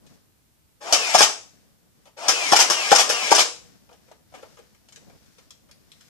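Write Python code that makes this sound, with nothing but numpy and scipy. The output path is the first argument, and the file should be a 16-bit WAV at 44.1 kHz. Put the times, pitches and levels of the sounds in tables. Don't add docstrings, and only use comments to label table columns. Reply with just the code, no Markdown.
import sys
import numpy as np
from scipy import signal
from scipy.fft import rfft, irfft, next_fast_len
from scipy.io import wavfile
from scipy.ndimage import uniform_filter1d

SR = 44100
rng = np.random.default_rng(int(sys.argv[2]) if len(sys.argv) > 2 else 0)


def transcribe(u):
    v = np.clip(np.atleast_2d(u).T, -1, 1)
    q = np.round(v * 32767).astype(np.int16)
    wavfile.write(sys.argv[1], SR, q)


N = 268701

# [t/s, relative level/dB, starting whine f/Hz]
CATCH_EVENTS = [(.9255, -0.5, 2787), (2.2823, -2, 2720), (2.7006, -4, 2952), (3.093, -6, 2900)]
# [t/s, relative level/dB]
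SLAM_EVENTS = [(1.1468, 0.5), (2.522, 0.5), (2.9169, 1), (3.3155, -0.5)]

GRIND_FREE_DB, GRIND_CAUGHT_DB, GRIND_LOADED_DB = -35.5, -32, -27


def amp(db):
    return 10 ** (np.asarray(db) / 20)


def evened(x):
    return x / np.sqrt(np.mean(x ** 2) + 1e-20)


def read(points, hz):
    f, value = np.transpose(points)
    return np.interp(np.log(hz + 1), np.log(f + 1), value)


def levels(tables, column):
    t, out = np.arange(N) / SR, np.zeros(N)
    for rows in map(np.array, tables):
        out += amp(np.interp(t, rows[:, 0], rows[:, column], -200, -200))
    return uniform_filter1d(out, 300)


def coloured(x, points):
    hz = abs(np.fft.fftfreq(4096, 1 / SR))
    log_gain = np.log(amp(np.maximum(read(points, hz), -100)))
    taps = np.fft.ifft(np.exp(np.conj(signal.hilbert(log_gain)))).real[:2048]
    taps = taps[None] / np.linalg.norm(taps)
    return signal.oaconvolve(np.atleast_2d(x), taps, axes=1)[:, :N].reshape(x.shape)


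def grains(shape, spread_db):
    grain = uniform_filter1d(rng.standard_normal(shape), 12, -1) * np.sqrt(12)
    return evened(amp(spread_db * grain) * rng.standard_normal(shape))


def bursts(times, level_db, lengths, rise):
    out, t = np.zeros(N + 4000), np.arange(4000) / SR
    chatter = grains((len(times), 4000), spread_db=6.0)
    for s, db, length, noise in np.broadcast(times, level_db, lengths, np.arange(len(times))):
        shape = (1 - np.exp(-t / rise)) * np.exp(-t / max(length, .0004))
        blow = shape * chatter[noise]
        blow = blow * np.linalg.norm(shape) / np.linalg.norm(blow)
        out[round(s * SR):][:4000] += amp(db) * blow
    return out[:N]


def alike_pair(left, other):
    # [f/Hz, likeness 0-1]
    likeness = [(60, 0.9), (150, 0.6), (400, 0.7), (1000, 0.89), (2500, 0), (6000, .05)]
    size = left.shape[-1]
    c = np.clip(read(likeness, np.fft.rfftfreq(size, 1 / SR)), 0, 1)
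    return np.array([left, irfft(c * rfft(left) + np.sqrt(1 - c ** 2) * rfft(other), size)])


def swish_and_rumble():
    # [t/s, swish level/dB, rumble level/dB]
    swells = [
        [(0, -81.5, -64), (.07, -64.5, -54), (.14, -62.5, -57.5), (.33, -87, -73)],
        [(1.4, -71, -67), (1.52, -63, -59.5), (1.86, -79, -68), (2.1, -68, -63.5)],
        [(3.55, -64, -64.5), (3.68, -59.5, -58.5), (3.85, -68, -66), (4.1, -65.5, -62.5), (4.25, -76.5, -68),
         (4.36, -59, -60), (4.53, -60.5, -58), (4.82, -71, -68), (5.08, -64, -55), (5.4, -63.5, -66),
         (5.65, -74, -61), (6.09, -60, -63.5)],
    ]
    # [f/Hz, spectral level/dB per Hz]
    swish_colour = [(700, -25), (1500, -2.5), (3000, -6.5), (5500, -1.5), (9000, -13.5), (14000, -18)]
    # [f/Hz, spectral level/dB per Hz]
    rumble_colour = [(30, -13.5), (80, -2.5), (200, -2), (500, -13.5), (1200, -24), (3000, -44.5)]
    swish = levels(swells, column=1) * coloured(grains((2, N), spread_db=3.5), swish_colour)
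    lumps = amp(2.5 * evened(uniform_filter1d(rng.standard_normal(N), 1500)))
    rumble = coloured(rng.standard_normal((2, N)), rumble_colour)
    return alike_pair(*(swish + levels(swells, column=2) * lumps * rumble))


def handling():
    # [t/s, tick level/dB, knock level/dB, tick decay/s]
    touches = [(0.064, -52, -68, .008), (2.055, -49.5, -45.5, 0.0043), (2.0685, -52.5, -45, .006),
               (3.89, -59.5, -40.5, 0.0028), (3.909, -61, -49.5, .008), (3.928, -53.5, -49, 0.0071),
               (4.0793, -60.5, -53, .008), (4.113, -51, -41, 0.0055), (4.32, -60, -50.5, 0.007),
               (4.3387, -50.5, -34.5, .005), (4.3471, -44, -35, 0.0046), (4.3704, -56.5, -42, .004),
               (4.3804, -54, -41.5, .005), (4.4246, -51.5, -37, 0.0063), (4.57, -52, -41, .004),
               (4.588, -50.5, -41.5, 0.0057), (4.747, -52.5, -53.5, 0.00305),
               (4.8863, -42.5, -48.5, 0.0023), (4.923, -42.5, -54.5, .004), (4.9595, -33, -56.5, .0015),
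               (4.971, -48, -50, .003), (5.0963, -54.5, -42.5, 0.0034), (5.261, -55.5, -65.5, 0.00405),
               (5.3832, -47, -49.5, 0.00535), (5.5064, -31.5, -50.5, 0.0016), (5.688, -60, -46.5, .004),
               (5.7122, -36, -63, 0.0012), (5.9175, -35, -58, 0.0011), (6.009, -36, -51.5, 0.001)]
    # [f/Hz, spectral level/dB per Hz]
    tick_colour = [(600, -26.5), (1200, -14.5), (2000, -8), (3400, -4.5), (4500, -5.5), (6700, -6),
                   (10000, -16), (14600, -31.5)]
    # [f/Hz, spectral level/dB per Hz]
    knock_colour = [(120, -42.5), (250, -10.5), (480, -2), (750, -7), (1100, -11), (1700, -16.5),
                    (3000, -19.5), (6000, -43.5)]
    knock_stretch = 1.4
    s, tick_db, knock_db, length = np.transpose(touches)
    ticks = coloured(bursts(s, tick_db, length, rise=0.00019), tick_colour)
    knocks = coloured(bursts(s, knock_db, knock_stretch * length, rise=0.0016), knock_colour)
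    return ticks + knocks


def motor():
    # [motor on t/s, motor off t/s]
    holds = [(.803, 1.24), (2.164, 3.42)]
    spin_up_s, switch_s, coast_db_per_s = .115, 0.013, -350
    t, running, speed = np.arange(N) / SR, np.zeros(N), np.zeros(N)
    for on, off in holds:
        coasting = amp(coast_db_per_s * np.maximum(t - off, 0))
        running += np.clip((t - on) / switch_s, 0, 1) * coasting
        speed = np.where(t > on, np.minimum((t - on) / spin_up_s, 1), speed)
    return running, speed


def turning(hz, uneven):
    wobble = 1 + uneven * evened(uniform_filter1d(rng.standard_normal(N), 200))
    return 2 * np.pi * np.cumsum(hz * wobble) / SR


def gear_grind(running, speed, extra_db):
    # [f/Hz, spectral level/dB per Hz]
    grind_colour = [(800, -31), (1300, -11), (1900, -6), (2600, -2), (3800, -6.5), (5200, -3.5),
                    (7500, -10), (10500, -21), (13300, -30), (14700, -50)]
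    start_db = -50
    grind_db = start_db + (GRIND_FREE_DB - start_db) * speed ** 0.68 + extra_db
    return coloured(running * amp(grind_db) * grains(N, spread_db=0.5), grind_colour)


def housing_drone(running, speed, extra_db):
    start_db, free_db, loaded_db = -45, -34, -36.5
    load = extra_db / (GRIND_LOADED_DB - GRIND_FREE_DB)
    drone_db = start_db + (free_db - start_db) * speed + (loaded_db - free_db) * load
    return running * amp(drone_db) * grains(N, spread_db=2.4)


def spin_up_growl(running, speed):
    start_hz, free_hz, start_db, free_db = 531, 810, -53, -40
    spin = turning(start_hz + (free_hz - start_hz) * speed, uneven=0.018)
    growl = np.sin(spin) + amp(-5.0) * np.sin(1.5 * spin)
    gain = running * (speed < 1) * amp(start_db + (free_db - start_db) * speed)
    return uniform_filter1d(gain, 300) * growl


def blows():
    # [t/s, relative level/dB]
    homings = [(1.205, 1.5), (2.589, 0.5), (2.982, -1.5), (3.38, -0.5)]
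    # [t after the moment/s, rattle level/dB, hollow level/dB, rattle decay/s]
    catch_blows = [(-.001, -4.5, -13.5, .004), (.005, -7.5, -9.5, .0075), (0.016, -11.5, -20, .007),
                   (0.029, -14.5, -21, .007)]
    # [t after the moment/s, rattle level/dB, hollow level/dB, rattle decay/s]
    slam_blows = [(-.008, -15.5, -21, .008), (0, -8.5, -2, 0.0045), (.004, -14, -4.5, .004),
                  (.009, -13.5, -16.5, .007), (.032, -10.5, -17.5, .0065), (.041, -9.5, -22.5, .009)]
    # [t after the moment/s, rattle level/dB, hollow level/dB, rattle decay/s]
    home_blows = [(0, -9.5, -10, .009), (.012, -7, -13.5, 0.0083), (.022, -9.5, -17.5, .007),
                  (.03, -12.5, -24.5, .0065)]
    rows = []
    for moments, pattern in [(CATCH_EVENTS, catch_blows), (SLAM_EVENTS, slam_blows), (homings, home_blows)]:
        for s, db, *_ in moments:
            for after, rattle_db, push_db, length in pattern:
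                rows.append((s + after, db + rattle_db, db + push_db, length))
    return np.array(rows).T


def spring():
    end_hz, sag_bend = 1968, 1.75
    whine_db, whine_fall_db, fade_s = -33.5, -3.5, 0.045
    unload_s = .17
    load_db = [GRIND_CAUGHT_DB - GRIND_FREE_DB, GRIND_LOADED_DB - GRIND_FREE_DB, 0]
    t, extra_db, gain = np.arange(N) / SR, np.zeros(N), np.zeros(N)
    hz = np.full(N, float(end_hz))
    for (catch, _, top_hz), (slam, _) in zip(CATCH_EVENTS, SLAM_EVENTS):
        pulling = (t >= catch) & (t < slam)
        share = np.clip((t - catch) / (slam - catch), 0, 1)
        extra_db += np.interp(t, [catch, slam, slam + unload_s], load_db, 0, 0)
        hz += pulling * (top_hz - end_hz) * (1 - share ** sag_bend)
        fade_in = np.clip((t - catch) / fade_s, 0, 1) ** 2
        gain += pulling * amp(whine_db + whine_fall_db * share ** 2) * fade_in
    return extra_db, hz, uniform_filter1d(gain, 300)


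def tooth_whine(hz, gain):
    turn = turning(hz, uneven=.005)
    throb = 1 + 0.4 * np.sin(turn / 16)
    tone = np.sin(turn) + amp(-11.0) * np.sin(2 * turn)
    tone += amp(-11.0) * np.sin(1.1 * turn) + amp(-11.5) * np.sin(.42 * turn)
    return gain * throb * tone


def hollow(x):
    # [f/Hz, bandwidth/Hz, level/dB]
    modes = [(437, 130, -10.5), (479, 3.9, -33.5), (573, 540, -5.5), (796, 190, 4), (1113, 220, 1.5),
             (1390, 370, -4), (2670, 9, -39.5)]
    low_cut_hz = 316
    t = np.arange(SR // 2) / SR
    ring = sum(amp(db) * np.exp(-np.pi * w * t) * np.sin(2 * np.pi * hz * t) for hz, w, db in modes)
    rung = signal.oaconvolve(x, ring / np.linalg.norm(ring))[:N]
    return signal.sosfilt(signal.butter(3, low_cut_hz, "high", fs=SR, output="sos"), rung)


def blaster():
    # [f/Hz, spectral level/dB per Hz]
    rattle_colour = [(800, -24.5), (1300, -6.5), (2000, -6.5), (2900, -3), (4300, -6), (5100, 1),
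                     (6000, -0.5), (8000, -9), (10500, -16), (13500, -27), (14700, -39)]
    push_share = 0.46
    s, rattle_db, push_db, length = blows()
    running, speed = motor()
    extra_db, whine_hz, whine_gain = spring()
    rattle = coloured(bursts(s, rattle_db, length, rise=0.0012), rattle_colour)
    grind = gear_grind(running, speed, extra_db)
    push = bursts(s, push_db, push_share * length, rise=0.0003)
    push += housing_drone(running, speed, extra_db)
    tones = spin_up_growl(running, speed) + tooth_whine(whine_hz, whine_gain)
    return rattle + grind + hollow(push), np.sqrt(2) * tones


def pops():
    # [t/s, level before the low cut/dB, f/Hz]
    barrel_pops = [(1.149, -7.5, 778), (2.5325, -6.5, 774), (2.9275, -4, 774), (3.3245, -7, 840)]
    pop_cycles, puff_db, puff_s = 3.6, -24, .0007
    out, t = np.zeros(N), np.arange(1500) / SR
    for (slam, slam_db), (s, db, hz) in zip(SLAM_EVENTS, barrel_pops):
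        cycles = t * hz
        shape = np.minimum(cycles / 0.7, 1) * np.exp(-np.maximum(cycles - pop_cycles, 0) / 0.9)
        out[round(s * SR):][:1500] += amp(db) * shape * np.sin(2 * np.pi * hz * t)
        puff = t / puff_s * np.exp(1 - t / puff_s)
        out[round(slam * SR):][:1500] += amp(puff_db + slam_db) * puff
    return signal.sosfilt(signal.butter(2, 110, "high", fs=SR, output="sos"), out)


def echoes(x, first, decays):
    turn_hz = 5.3
    out, turn = np.zeros((2, N)), 2 * np.pi * turn_hz * np.arange(N) / SR
    for k in range(3):
        taps = np.zeros((2, 30000))
        at = np.arange(first, 29900, 12)
        at = at + rng.integers(0, 12, (2, len(at)))
        np.put_along_axis(taps, at, rng.choice([-1., 1.], at.shape), 1)
        hz, t, z = signal.stft(alike_pair(*taps), SR, nperseg=128)
        decay = amp(-60 * t / read(decays, hz)[:, None])
        tail = signal.istft(z * decay, SR, nperseg=128)[1]
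        tail = tail / np.linalg.norm(tail, axis=1, keepdims=True)
        share = np.sqrt(2 / 3) * np.cos(turn + k * np.pi / 3)
        out += signal.oaconvolve((share * x)[None], tail, axes=1)[:, :N]
    return out


def scene():
    # [f/Hz, t60/s]
    nearby = [(300, 0.047), (1500, 0.09), (8000, 0.065)]
    # [f/Hz, t60/s]
    room = [(100, 0.19), (300, .42), (700, 0.35), (2000, 0.35), (5000, 0.37), (8000, 0.41), (13000, 0.25)]
    body, tones = blaster()
    facing = pops() + tones
    near = body + handling() + amp(-7.5) * facing
    scatter = amp(-0.5) * echoes(near, 24, nearby)
    tail = amp(-6.5) * echoes(near, 400, room)
    return facing + amp(-3.5) * near + scatter + tail + swish_and_rumble()


def record(dry):
    # [f/Hz, level/dB]
    port_level = [(60, 0), (200, 5), (400, 0), (700, 3.5), (1300, 6.5), (2300, 6.5), (4200, 0), (7700, 7),
                  (14000, 8)]
    # [f/Hz, phase/rad]
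    port_phase = [(200, -3), (340, -3.5), (780, -0.98), (1460, -2.5), (3100, -3), (7500, 1.8)]
    # [f/Hz, spectral level/dB per Hz]
    hiss_colour = [(15, -28), (30, -17), (60, -3.5), (100, -5.5), (200, -9), (600, -21), (2200, -25.5),
                   (14600, -26.5)]
    hiss_db, edge_hz = -62.5, 14800
    lag_s = .00043
    size = next_fast_len(N + 4096)
    hz = np.fft.rfftfreq(size, 1 / SR)
    half = amp(read(port_level, hz) / 2) * np.exp(.5j * read(port_phase, hz))
    late = np.exp(-2j * np.pi * hz * lag_s)
    hiss = amp(hiss_db) * evened(coloured(rng.standard_normal((2, N)), hiss_colour))
    ports = irfft(rfft(dry, size) * np.array([half, late / half]), size)[:, :N] + hiss
    clipped = np.clip(ports, -1, 1)
    band_limit = signal.firwin(511, edge_hz, window=("kaiser", 9), fs=SR)
    return signal.oaconvolve(clipped, band_limit[None], "same")


dry = scene()
out = record(dry)
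transcribe(out)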